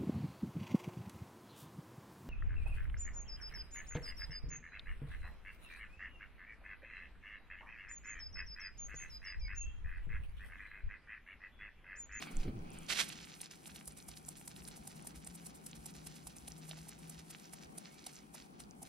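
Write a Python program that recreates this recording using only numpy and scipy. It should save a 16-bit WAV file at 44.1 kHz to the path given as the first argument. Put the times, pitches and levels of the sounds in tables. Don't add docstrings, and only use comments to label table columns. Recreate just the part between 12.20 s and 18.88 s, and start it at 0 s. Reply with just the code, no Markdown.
import sys
import numpy as np
from scipy import signal
from scipy.fft import rfft, irfft, next_fast_len
from scipy.io import wavfile
from scipy.ndimage import uniform_filter1d, map_coordinates

SR = 44100
rng = np.random.default_rng(int(sys.argv[2]) if len(sys.argv) > 2 else 0)


def pcm_store(signal):
    levels = np.round(np.clip(np.atleast_2d(signal), -1, 1) * 32767)
    wavfile.write(sys.argv[1], SR, levels.astype(np.int16).T)


def decibels_to_gain(level_db):
    exponent = np.asarray(level_db, float) / 20
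    return 10 ** exponent


N = 294588

# (time [s], stroke level [dB], bowl knock drive over stroke [dB], crunch over stroke [dB])
STROKES = [(0.022, -54.5, 9.5, 11), (0.115, -58, -4, -9), (0.166, -65, -3, -18), (0.532, -57, -12, -15),
           (0.891, -45.5, -29, -8), (1.215, -42.5, -23, -11), (1.314, -57.5, -8, 2),
           (1.473, -49.5, -11, -10), (1.561, -51, -9, -10), (1.678, -39.5, -16.5, -14),
           (1.774, -52.5, -9, -7), (1.889, -44.5, -14, -11.5), (1.969, -53, -16, -7),
           (2.088, -38.5, -21, -21), (2.172, -52.5, -17, -17), (2.279, -39, -18, -12),
           (2.364, -54.5, -11, -26), (2.483, -48, -13, -9), (2.567, -52.5, -13, -36),
           (2.676, -41, -15, -14), (2.762, -56, -10, -34), (2.873, -38.5, -20, -11), (2.959, -54, -16, -13),
           (3.072, -43.5, -16, -17), (3.155, -50, -13, -36), (3.267, -45.5, -15, -17),
           (3.352, -54.5, -25, -26), (3.466, -42, -20, -20), (3.555, -55.5, -13, -4),
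           (3.663, -43, -13, -12.5), (3.754, -56.5, -17, -5), (3.871, -46, -16, -2),
           (3.963, -58.5, -11, -12), (4.075, -44, -14, -12.5), (4.166, -55.5, -11, -11),
           (4.281, -45, -12, -12.5), (4.381, -56, -9, -19), (4.494, -50.5, -20, -18),
           (4.578, -55.5, -1.5, -9), (4.691, -46.5, -16, -18), (4.79, -57.5, -11, -19),
           (4.899, -41, -15, -30), (4.992, -58.5, -20, 0), (5.109, -48.5, -28, -8),
           (5.337, -47, -13, -10.5), (5.583, -45, -30, -12), (5.868, -42, -12.5, -5.5),
           (6.149, -47, -10, -12), (6.4, -52.5, -5, -7), (6.63, -47, -6, -13)]
# (time [s], crackle level [dB], fizz level [dB])
MOUTH_WORK = [(0.0, -65, -59), (0.13, -67, -62), (0.24, -59.5, -62.5), (0.28, -80, -80), (0.48, -73, -77),
              (0.56, -66.5, -67), (0.84, -70, -54.5), (0.89, -55.5, -65), (1.19, -60.5, -68),
              (1.9, -68.5, -64), (2.5, -60.5, -65), (3.0, -67, -66), (3.7, -63.5, -66), (3.92, -58, -65),
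              (4.22, -68, -64.5), (4.52, -58.5, -64), (4.82, -63, -69.5), (5.15, -61, -65),
              (5.44, -63, -68), (5.53, -70.5, -69), (5.7, -58.5, -68), (5.98, -60, -67), (6.07, -66.5, -76),
              (6.22, -62, -64), (6.35, -66, -77), (6.45, -62.5, -71), (6.68, -67.5, -67.5)]
# (time [s], amplitude [dB], pitch [Hz])
SNAPS = [(1.2157, -27, 9460), (1.474, -41, 9500), (1.4787, -39, 9500), (1.6571, -40, 9600),
         (1.6723, -39, 9350), (1.68, -41, 9200), (1.6833, -33, 10300), (1.887, -42, 9410),
         (2.084, -39, 9040), (2.089, -43, 9190), (2.0912, -36, 9400), (2.279, -45, 9700),
         (2.2817, -40, 9080), (2.4786, -40, 8400), (2.481, -38, 9700), (2.487, -34, 8800),
         (2.6761, -42, 9600), (2.679, -43, 9600), (2.877, -36, 9200), (3.05, -41, 8960),
         (3.0703, -43, 9300), (3.075, -32, 8460), (3.1533, -37, 9300), (3.265, -36, 9460),
         (3.2682, -33.5, 9200), (3.465, -32, 10100), (3.4684, -34, 9100), (3.6591, -35, 10300),
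         (3.6637, -36, 9900), (3.8704, -36, 9500), (3.8743, -44, 9280), (4.0715, -32.5, 10100),
         (4.0757, -40, 9150), (4.28, -39, 9120), (4.2827, -39, 9000), (4.285, -35, 9470),
         (4.4936, -34.5, 9400), (4.6874, -42, 9740), (4.6928, -35, 10000), (4.8987, -41, 8900),
         (5.1094, -41, 8590), (5.3372, -38, 10270), (5.5801, -35, 9140), (5.5843, -29.5, 9200),
         (5.8674, -43, 9200), (5.87, -34, 9300), (6.403, -37, 8650), (6.6294, -37, 10300)]
# (time [s], amplitude [dB], pitch [Hz])
KNOCKS = [(1.2141, -47, 780), (1.458, -54.5, 770), (1.6768, -56, 720), (1.8876, -48, 760),
          (2.0849, -49.5, 765), (2.2127, -52.5, 805), (2.5773, -48, 696), (2.6525, -54, 750),
          (2.6732, -55, 785), (2.8494, -46, 700), (2.8722, -57, 820), (3.0673, -48.5, 770),
          (3.2652, -55, 780), (3.6586, -55, 840), (3.8673, -52, 770), (4.0701, -43.5, 880),
          (4.2817, -50.5, 750), (4.387, -56, 730), (4.4883, -48, 730), (4.5131, -44.5, 634),
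          (4.5835, -62, 775), (4.6717, -46, 740), (4.6869, -55, 810), (5.1034, -53, 760),
          (5.3358, -48, 850), (5.5825, -47, 685), (5.8674, -43.5, 730), (6.1456, -46.5, 796),
          (6.6197, -48, 780)]
KNOCK_RISES_MS = (.9, 1.9, 1.3)
# (time [s], blow [dB], pitch [Hz])
TICKS = [(0.025, -20, 2180), (0.071, -30, 1010), (0.169, -24, 7350), (0.233, -33, 3280), (0.371, -46, 2950),
         (0.391, -45.5, 6000), (0.5048, -34, 9300), (0.518, -39, 6060), (0.5877, -27, 8700),
         (0.6322, -39, 6500), (0.6659, -36, 6100), (0.7257, -15, 2680), (0.7066, -14, 2284),
         (0.7605, -18, 2740), (0.902, -24, 3280), (0.989, -28.5, 2600), (1.01, -36, 2500),
         (1.045, -33.5, 3400), (1.0729, -35, 2440), (1.2049, -32.5, 3470), (1.242, -30, 8600),
         (1.2595, -29, 4700), (1.312, -29, 5830), (1.4583, -31, 3200), (1.5607, -30, 3700),
         (1.578, -48, 3520), (1.5838, -36, 2800), (1.6117, -33, 2250), (1.723, -33.5, 8690),
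         (1.787, -33, 8500), (1.8021, -35, 4200), (1.826, -37, 6000), (1.8875, -34, 6790),
         (1.9153, -32.5, 5060), (1.94, -36, 3520), (1.9737, -30, 4700), (2.0505, -35, 6700),
         (2.2136, -37, 2370), (2.279, -36, 5070), (2.315, -38, 4500), (2.3638, -32, 3620),
         (2.389, -40, 8000), (2.4215, -38.5, 2740), (2.452, -31.5, 5000), (2.513, -36, 4000),
         (2.536, -47, 5030), (2.796, -37, 2100), (2.825, -32.5, 9000), (3.047, -30, 7860),
         (3.1782, -41, 4000), (3.5148, -33, 6610), (3.5316, -29.5, 3430), (3.7397, -38, 6100),
         (4.1671, -30.5, 9600), (4.185, -32, 6400), (4.3205, -27.5, 5800), (4.5127, -22.5, 3620),
         (4.533, -32, 1360), (5.149, -27, 2560), (5.243, -37, 5200), (5.256, -33.5, 5830),
         (5.4278, -36, 5600), (5.447, -38, 5540), (5.6564, -31, 4850), (5.842, -35, 4440),
         (5.8675, -30.5, 4500), (5.935, -37, 6000), (5.9567, -31.5, 6950), (5.966, -35, 5330),
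         (5.989, -36, 5540), (6.202, -37.5, 2820), (6.223, -36, 4840), (6.438, -38, 4800),
         (6.5103, -33, 6100)]
# (time [s], level [dB])
RUSTLE = [(0.0, -53.5), (.05, -56.5), (0.13, -57), (0.29, -58.5), (0.34, -68), (0.43, -69.5), (.47, -65.5),
          (0.56, -62.5), (0.65, -63), (0.82, -61), (0.89, -66), (1.2, -70.5), (4.8, -76), (5.22, -71),
          (5.41, -83), (5.62, -73), (5.85, -73), (6.25, -77), (6.68, -80)]
# (start [s], end [s], start pitch [Hz], end pitch [Hz], level [dB], waver [Hz])
WHISTLES = [(.262, .316, 14400, 8500, -70, 50), (.238, .29, 10900, 8500, -73, 50),
            (.287, .303, 11800, 13900, -78, 50), (.172, .2, 9500, 10300, -72, 90),
            (5.145, 5.24, 10750, 11900, -68, 40), (5.225, 5.29, 11800, 12200, -69, 40),
            (5.58, 5.98, 2290, 2190, -69, 65)]
# (time [s], level [dB], power share of the high band [0-1])
SLIDE = [(.44, -81, 0.1), (.48, -70, .15), (.52, -64, 0.2), (.58, -64, 0.4), (.63, -61, 0.5),
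         (.67, -67, 0.7), (.7, -85, .8)]
# (time [s], level [dB])
SCRAPE = [(0.66, -63), (0.683, -61), (0.688, -43.5), (0.702, -32.5), (0.728, -33), (0.744, -43),
          (0.765, -41), (0.782, -33), (0.803, -30), (0.826, -37.5), (0.85, -50.5), (0.9, -56), (0.93, -46),
          (0.95, -61), (1.1, -65)]
# (time [s], swing rate [Hz], Gaussian sigma [ms], amplitude before envelope [dB])
JOLTS = [(0.192, 16.7, 25.5, -26.5), (0.269, 20, 32, -37), (.418, 15, 45, -43.5), (.6, 17, 33, -51)]
# (time [s], level [dB])
RATTLE = [(0.1, -65), (0.16, -64), (0.2, -54), (0.25, -51), (0.264, -41.5), (0.29, -42.5), (0.318, -50.5),
          (0.372, -47), (0.42, -53), (0.462, -63), (0.61, -59), (0.65, -70)]
# (time [s], amplitude [dB])
HUM_LEVEL = [(0.0, -65), (0.33, -53.5), (1.05, -66.5), (2.0, -62.5), (2.85, -61.5), (3.12, -55.5),
             (3.37, -61), (3.7, -58.5), (3.91, -54.5), (4.13, -68), (4.25, -59), (4.6, -51), (4.74, -64.5),
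             (4.84, -53.5), (5.12, -60.5), (5.25, -74), (5.75, -71), (5.9, -91), (6.2, -65), (6.68, -85)]
# (time [s], pitch [Hz])
HUM_PITCH = [(0, 159.7), (.6, 163), (2.3, 152.8), (3.0, 158), (3.1, 171.5), (3.27, 170.4), (3.37, 157.5),
             (4.2, 157.4), (4.6, 160.7), (5.1, 163), (6.68, 164.9)]
# (time of peak [s], amplitude [dB], pitch [Hz])
LOW_RINGS = [(.178, -48, 200), (.277, -40, 116), (0.363, -40, 114), (.32, -48, 62), (0.387, -49, 62),
             (.56, -54.5, 62), (0.711, -53.5, 62.5), (1.531, -55, 70.6), (1.691, -53.5, 57.6),
             (1.901, -55, 63), (2.059, -56, 59.7), (2.181, -59, 57), (2.421, -58, 63), (2.511, -55, 57.6),
             (2.61, -55, 58), (2.981, -52, 63), (3.1, -54, 62.5), (3.601, -52, 60), (3.79, -55, 60.4),
             (3.88, -57, 65), (4.07, -54, 58), (4.24, -54, 65.6), (4.31, -53, 61.5), (4.62, -56, 63),
             (4.99, -54, 67.4), (5.469, -60, 66.4), (6.221, -63.5, 58.6), (6.599, -60, 60.3)]
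# (time [s], level [dB])
TREMOR_LEVEL = [(0, -70), (1.3, -72), (2, -67), (5, -70.5), (5.3, -94), (6.68, -69)]
# (time [s], level [dB])
ROOM_LEVEL = [(0, -53), (1.2, -60), (2.4, -57.5), (3.3, -57), (4.4, -59.5), (5.3, -58), (6, -58.5),
              (6.68, -58.5)]

# (frequency [Hz], relative density [dB per Hz])
FIZZ_SPECTRUM = [(2500, -120), (5000, -12), (6500, -8.5), (8400, -2), (9400, -0.5), (11500, -4.5),
                 (14000, -15), (16000, -22)]
# (frequency [Hz], relative density [dB per Hz])
CRUNCH_SPECTRUM = [(700, -120), (1200, 0), (2300, 0.5), (3400, 1.5), (4500, 2.5), (6200, 3.5), (7500, -3),
                   (11000, -37), (15000, -90)]
# (frequency [Hz], relative density [dB per Hz])
SCRAPE_SPECTRUM = [(240, -17.5), (400, -12.5), (460, -14), (687, -13), (742, -18.5), (2220, -3.5),
                   (2880, -5.5), (3120, -2.5), (6240, -8), (10100, -15), (13500, -27), (16000, -47)]
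# (frequency [Hz], relative density [dB per Hz])
RATTLE_SPECTRUM = [(40, -31), (70, -7.5), (115, -4.5), (220, -7.5), (400, -18), (800, -35), (1500, -120)]
# (frequency [Hz], relative density [dB per Hz])
TREMOR_SPECTRUM = [(30, -9), (50, -9), (60, 10.5), (72, -7), (115, -0.5), (200, -81), (400, -120)]
# (frequency [Hz], relative density [dB per Hz])
ROOM_SPECTRUM = [(15, -50), (25, -21), (59, -9.5), (99, -18.5), (128, -7), (152, 0.5), (190, 1.5),
                 (582, -14), (670, -13.5), (762, -7.5), (870, -12), (997, -15), (3340, -33), (5730, -34),
                 (7910, -42), (9810, -33.5), (13500, -63), (15500, -33)]

# (centre [Hz], width [Hz], gain per pass [dB])
BOWL_MODES = [(500, 320, -1), (790, 380, 2), (1200, 450, -3)]
# (centre before drift [Hz], width [Hz], gain per pass [dB])
HOLLOW_MODES = [(1300, 570, -1), (2370, 355, 2.5), (3150, 600, -1), (4700, 890, -4)]
# (centre [Hz], width [Hz], gain per pass [dB])
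RIM_LOW_MODES = [(2600, 500, 0)]
# (centre [Hz], width [Hz], gain per pass [dB])
RIM_HIGH_MODES = [(3100, 500, 0)]

# (frequency [Hz], left lead [rad])
PORT_LEAD = [(100, 14.5), (800, -0.5), (2200, 0.48), (3500, 1), (5300, -1), (9300, -1.5), (13000, -1.5),
             (16000, -2.5)]
# (frequency [Hz], left over right [dB])
PORT_TILT = [(200, 9), (700, -6), (1400, -6.5), (2400, -4), (4400, -2.5), (8000, -1), (15000, -3.5)]
# (frequency [Hz], correlation, clipped to -1..1)
ROOM_LIKENESS = [(60, 0.63), (130, 0.57), (290, 0.46), (640, -0.56), (1400, -0.76), (3100, -1.2),
                 (6800, -0.23), (15000, -0.041)]
# (frequency [Hz], T60 [s])
WALL_DECAY = [(300, 0.35), (3000, 0.09), (12000, 0.024)]

FIRM_DB = -52.5
BITE_RISE_MS, BITE_FALL_MS, BITE_STEEPNESS = 9.3, 5.7, 3
SOFT_RISE_MS, SOFT_FALL_MS, SOFT_STEEPNESS = 6.5, 19, 1.5
SHARP_DB, STRETCH_PER_DB = -46, 0.12
BITE_FIZZ_DB = -1.5
TRAIL_DB, TRAIL_T60_MS = -13, 140
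SMACK_MS, SMACK_WIDTH_MS, SMACK_DB, SMACK_SCATTER_DB = 32.3, 12, -63, 1.5
PAUSE_MS, PAUSE_WIDTH_MS, PAUSE_DB = 25, 12, 7
CRACKLE_PAUSE_SHARE, FIZZ_WORK_SHARE = 0.45, 0.12
WORK_PEAK_MS, WORK_RISE_DB, WORK_FADE_DB_PER_S = 90, 4.5, 45
FIZZ_FLICKER_DB = 3.2
BOWL_KNOCK_GAIN_DB = 18
SNAP_RISE_MS, SNAP_BODY_DB, SNAP_BODY_PITCH_RATIO = 0.4, -9, 0.5
TICK_RISE_MS, TICK_FALL_MS = 0.27, 0.18
TICK_RING_DB, TICK_KNOCK_DB = -5, -1
HOLLOW_DRIFT = 0.03
WHISTLE_FLICKER_DB = 2
JOLT_RIGHT_DB = 2
LOW_RING_RISE_S, LOW_RING_T60_S = 0.0301, 0.12
NEAR_GAIN_DB, WALLS_GAIN_DB = -2.5, -16.5
MIC_TOP_HZ = 15800


def unit(x):
    return x / np.sqrt(np.mean(x ** 2) + 1e-20)


def along(points, hz):
    f, v = np.transpose(points)
    return np.interp(np.log(hz + 1), np.log(f + 1), v)


def curves(rows, outside=None):
    s, *cols = np.transpose(rows)
    return [np.interp(np.arange(N) / SR, s, c, outside, outside) for c in cols]


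def wobble(rate_hz):
    knots = rng.standard_normal(int(N * rate_hz / SR) + 4)
    return map_coordinates(knots, [np.arange(N) * rate_hz / SR])


def filtered(x, response):
    m = next_fast_len(N + SR // 2)
    return irfft(rfft(x, m) * response(np.fft.rfftfreq(m, 1 / SR)), m)[..., :N]


def resonant(x, modes):
    def response(f):
        return sum((-1) ** k * decibels_to_gain(db) * 1j * f * w / (c * c - f * f + 1j * f * w)
                   for k, (c, w, db) in enumerate(modes))
    return filtered(x, response)


def twice_resonant(x, modes):
    return resonant(resonant(x, modes), modes)


def grains(spectrum, rate_hz, spread_db, smooth, apart):
    hit, size = rng.random(N), rng.exponential(size=N)
    hiss, other = rng.standard_normal((2, N))
    clicks = unit((hit < rate_hz / SR) * np.sign(hiss) * decibels_to_gain(np.minimum(spread_db * size, 16)))
    share = np.clip(smooth, 0, 1)
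    common = np.sqrt(1 - share) * clicks + np.sqrt(share) * hiss
    ports = common + apart * other * [[1], [-1]]
    return unit(filtered(ports, lambda hz: decibels_to_gain(along(spectrum, hz))))


def pair(spectrum, likeness):
    def response(hz):
        turn = np.arccos(np.clip(along(likeness, hz), -1, 1)) / 2
        return decibels_to_gain(along(spectrum, hz)) * [np.cos(turn), np.sin(turn)]
    mid, side = filtered(rng.standard_normal((2, N)), response)
    return unit(np.array([mid + side, mid - side]))


def chewing():
    fizz, crunch, knock, pause_db = np.zeros((4, N + SR))
    lead = SR // 8
    ms = np.arange(-lead, lead) * 1000 / SR
    for s, db, knock_db, crunch_db in STROKES:
        firm = db > FIRM_DB
        if firm:
            stretch = np.exp(STRETCH_PER_DB * (SHARP_DB - db))
            rise_ms, fall_ms, steepness = BITE_RISE_MS * stretch, BITE_FALL_MS * stretch, BITE_STEEPNESS
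        else:
            rise_ms, fall_ms, steepness = SOFT_RISE_MS, SOFT_FALL_MS, SOFT_STEEPNESS
        rise_loss_db = 11 * (abs(ms) / rise_ms) ** 2.4
        fall_loss_db = 11 * (abs(ms) / fall_ms) ** steepness
        shape = decibels_to_gain(db - np.where(ms < 0, rise_loss_db, fall_loss_db))
        squeeze = decibels_to_gain(db - 21.5 + 0.5 * (db + 47.5) - 65 * ((ms + 19) / 16) ** 4)
        trail = (ms > 0) * decibels_to_gain(db + TRAIL_DB - 60 * ms / TRAIL_T60_MS)
        smack_db = SMACK_DB + SMACK_SCATTER_DB * rng.normal()
        smack = firm * decibels_to_gain(smack_db - 4.3 * ((ms - SMACK_MS) / SMACK_WIDTH_MS) ** 2)
        at = slice(round(s * SR), round(s * SR) + len(ms))
        fizz[at] += shape * decibels_to_gain(BITE_FIZZ_DB) + squeeze + trail
        crunch[at] += shape * decibels_to_gain(crunch_db) + smack
        pause_db[at] -= (not firm) * PAUSE_DB * np.exp(-((ms + PAUSE_MS) / PAUSE_WIDTH_MS) ** 2)
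        knock[at] += decibels_to_gain(db + knock_db - 3.5 * (ms / 3) ** 2)
    fizz, crunch, knock, pause_db = (e[lead:][:N] for e in (fizz, crunch, knock, pause_db))

    crackle_db, bed_db = curves(MOUTH_WORK)
    work_db = mouth_work()
    strokes = fizz * decibels_to_gain(pause_db) * grains(FIZZ_SPECTRUM, 3500, spread_db=3, smooth=0.45, apart=0.7)
    bed_db = bed_db + pause_db + FIZZ_WORK_SHARE * work_db + FIZZ_FLICKER_DB * wobble(30)
    bed = decibels_to_gain(bed_db) * grains(FIZZ_SPECTRUM, 1200, spread_db=5.5, smooth=0.18, apart=0.51)

    bubbles = unit(decibels_to_gain(3 * wobble(45)) * pings(450, 1700, 7500, cycles=0.6, spread_db=5))
    crackle = grains(CRUNCH_SPECTRUM, 640, spread_db=5.5, smooth=0.41, apart=0.31)
    wet = unit(decibels_to_gain(3.5) * crackle + bubbles)
    crackle_db = crackle_db + work_db + CRACKLE_PAUSE_SHARE * pause_db + 3.1 * wobble(30)
    middle = (crunch + decibels_to_gain(crackle_db)) * wet

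    bowl = decibels_to_gain(BOWL_KNOCK_GAIN_DB) * twice_resonant(knock * rng.standard_normal(N), BOWL_MODES)
    return strokes + bed + middle + bowl


def mouth_work():
    t = np.arange(N) / SR
    bites = np.array([s for s, db, *_ in STROKES if db > FIRM_DB])
    last = np.searchsorted(bites, t) - 1
    peak_s = WORK_PEAK_MS / 1000
    late_s = t - bites[last] - peak_s
    work_db = np.where(late_s < 0, WORK_RISE_DB * late_s / peak_s, -WORK_FADE_DB_PER_S * late_s)
    return uniform_filter1d(work_db * (last > 0), size=SR // 50)


def pings(rate_hz, low_hz, high_hz, cycles, spread_db):
    when, pitch, size = rng.random((int(rate_hz * N / SR), 3)).T
    hz = (low_hz * (high_hz / low_hz) ** pitch)[:, None]
    k = np.arange(SR // 200)
    envelope = np.exp(-(k / SR * hz / cycles - 2) ** 2)
    ring = np.sin(2 * np.pi * hz * k / SR) * envelope * np.sqrt(hz)
    ring *= decibels_to_gain(np.minimum(-spread_db * np.log(size + 1e-9), 18))[:, None]
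    at = (when * N).astype(int)[:, None] + k
    return unit(np.bincount(at.ravel(), ring.ravel(), N + SR)[:N])


def rings(rows, rise_ms):
    out = np.zeros(N + SR)
    u = np.arange(SR // 50) * 1000 / SR / rise_ms
    envelope = (u * np.exp(1 - u)) ** 2
    for s, db, hz in rows:
        tone = np.sin(2 * np.pi * (hz * u * rise_ms / 1000 + rng.random()))
        out[round((s - rise_ms / 1000) * SR):][:len(u)] += decibels_to_gain(db) * envelope * tone
    return out[:N]


def snaps():
    body = [(s, db + SNAP_BODY_DB, hz * SNAP_BODY_PITCH_RATIO) for s, db, hz in SNAPS]
    turns = len(KNOCK_RISES_MS)
    knocks = sum(rings(KNOCKS[k::turns], ms) for k, ms in enumerate(KNOCK_RISES_MS))
    return rings(SNAPS, SNAP_RISE_MS) + rings(body, SNAP_RISE_MS / 2) + knocks


def ticks():
    out, blows = np.zeros(N + SR), np.zeros(N)
    t = np.arange(SR // 200) / SR
    lead = SR // 500
    late_ms = (t - lead / SR) * 1000
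    envelope = np.exp(-(late_ms / np.where(late_ms < 0, TICK_RISE_MS, TICK_FALL_MS)) ** 2)
    for s, db, hz in TICKS:
        at = round(s * SR)
        out[at - lead:][:len(t)] += decibels_to_gain(db + TICK_RING_DB) * np.cos(2 * np.pi * hz * t) * envelope
        blows[at] = decibels_to_gain(db + TICK_KNOCK_DB)
    return out[:N] + twice_resonant(blows, BOWL_MODES)


def rustle():
    level_db, = curves(RUSTLE)
    flutter_db = 2.5 * wobble(25)
    turn = np.pi / 4 * (1 + np.tanh(wobble(14)))
    tunings = []
    for way in (-1, 1):
        modes = [(hz * (1 + way * HOLLOW_DRIFT), width, db) for hz, width, db in HOLLOW_MODES]
        noise = rng.standard_normal(N) * decibels_to_gain(3 * wobble(150))
        tunings.append(unit(twice_resonant(noise, modes)))
    low, high = tunings
    out = decibels_to_gain(level_db + flutter_db) * (np.cos(turn) * low + np.sin(turn) * high)
    for start, end, start_hz, end_hz, db, waver_hz in WHISTLES:
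        n = round((end - start) * SR)
        glide_hz = np.linspace(start_hz, end_hz, n) + waver_hz * wobble(59.6)[:n]
        level = decibels_to_gain(db + WHISTLE_FLICKER_DB * wobble(40)[:n]) * np.hanning(n) ** 0.5
        out[round(start * SR):][:n] += level * np.sin(2 * np.pi * np.cumsum(glide_hz) / SR)
    return out


def slide():
    level_db, high = curves(SLIDE)
    high = np.clip(high, 0, 1)
    low_band, high_band = (unit(twice_resonant(rng.standard_normal(N) * decibels_to_gain(2.4 * wobble(120.7)), modes))
                           for modes in (RIM_LOW_MODES, RIM_HIGH_MODES))
    return decibels_to_gain(level_db) * (np.sqrt(1 - high) * low_band + np.sqrt(high) * high_band)


def scrape():
    level_db, = curves(SCRAPE, -120)
    drag = grains(SCRAPE_SPECTRUM, 4000, spread_db=1.5, smooth=0.4, apart=0.43)
    return decibels_to_gain(level_db + 1.5 * wobble(170)) * drag


def handling():
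    t = np.arange(N) / SR
    swing = np.zeros(N)
    for s, hz, ms, db in JOLTS:
        envelope = np.exp(-((t - s) * 1000 / ms) ** 2 / 2)
        swing += decibels_to_gain(db) * np.sin(2 * np.pi * hz * (t - s)) * envelope
    rattle_db, = curves(RATTLE, -120)
    rattle = decibels_to_gain(rattle_db + 1.7 * wobble(28.9)) * pair(RATTLE_SPECTRUM, [(100, 0.98)])
    return swing * decibels_to_gain([[-JOLT_RIGHT_DB / 2], [JOLT_RIGHT_DB / 2]]) + rattle


def walls(x):
    hz, t, z = signal.stft(rng.standard_normal((2, SR // 4)), SR, nperseg=256)
    decay = decibels_to_gain(-60 * t / along(WALL_DECAY, hz)[:, None])
    tail = signal.istft(z * decay, SR, nperseg=256)[1]
    return signal.fftconvolve(x[None], tail / np.linalg.norm(tail[0]), axes=1)[:, :N]


def hum():
    (hum_db,), (hz,) = curves(HUM_LEVEL), curves(HUM_PITCH)
    phase = 2 * np.pi * np.cumsum(hz + 0.8 * wobble(8)) / SR
    tone = np.sin(phase + [[0.25], [-0.25]])
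    return decibels_to_gain(hum_db + 1.3 * wobble(6.21)) * tone * decibels_to_gain([[1.2], [-1.2]])


def low_rings():
    out, t = np.zeros(N + SR), np.arange(SR // 2) / SR
    rise = np.sin(np.pi / 2 * np.minimum(t / LOW_RING_RISE_S, 1)) ** 2
    envelope = rise * decibels_to_gain(-60 * np.maximum(t - LOW_RING_RISE_S, 0) / LOW_RING_T60_S)
    for s, db, hz in LOW_RINGS:
        tone = np.sin(2 * np.pi * (hz * t + rng.random()))
        out[round((s - LOW_RING_RISE_S) * SR):][:len(t)] += decibels_to_gain(db) * envelope * tone
    tremor_db = curves(TREMOR_LEVEL)[0] + 1.8 * wobble(11)
    return out[:N] + decibels_to_gain(tremor_db) * pair(TREMOR_SPECTRUM, [(60, 0.49)])


def room():
    level_db = curves(ROOM_LEVEL)[0] + 1.3 * wobble(6)
    return decibels_to_gain(level_db + np.array([[1.2], [-1.2]])) * pair(ROOM_SPECTRUM, ROOM_LIKENESS)


def scene():
    side = np.array([[0.5], [-0.5]])
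    near = chewing() + snaps() + ticks() + rustle() + slide()
    near = near + scrape() * decibels_to_gain(side * -4)

    def port_response(hz):
        return decibels_to_gain(side * along(PORT_TILT, hz)) * np.exp(1j * side * along(PORT_LEAD, hz))
    direct = decibels_to_gain(NEAR_GAIN_DB) * filtered(near, port_response)
    reflected = decibels_to_gain(WALLS_GAIN_DB) * walls(near.mean(0))
    return direct + reflected + handling() + hum() + low_rings() + room()


def top_cut(x):
    return signal.sosfilt(signal.butter(12, 16220, fs=SR, output="sos"), x)


def record(dry):
    mix = filtered(dry, lambda hz: hz < MIC_TOP_HZ)
    return top_cut(mix)


dry = scene()
out = record(dry)
pcm_store(out)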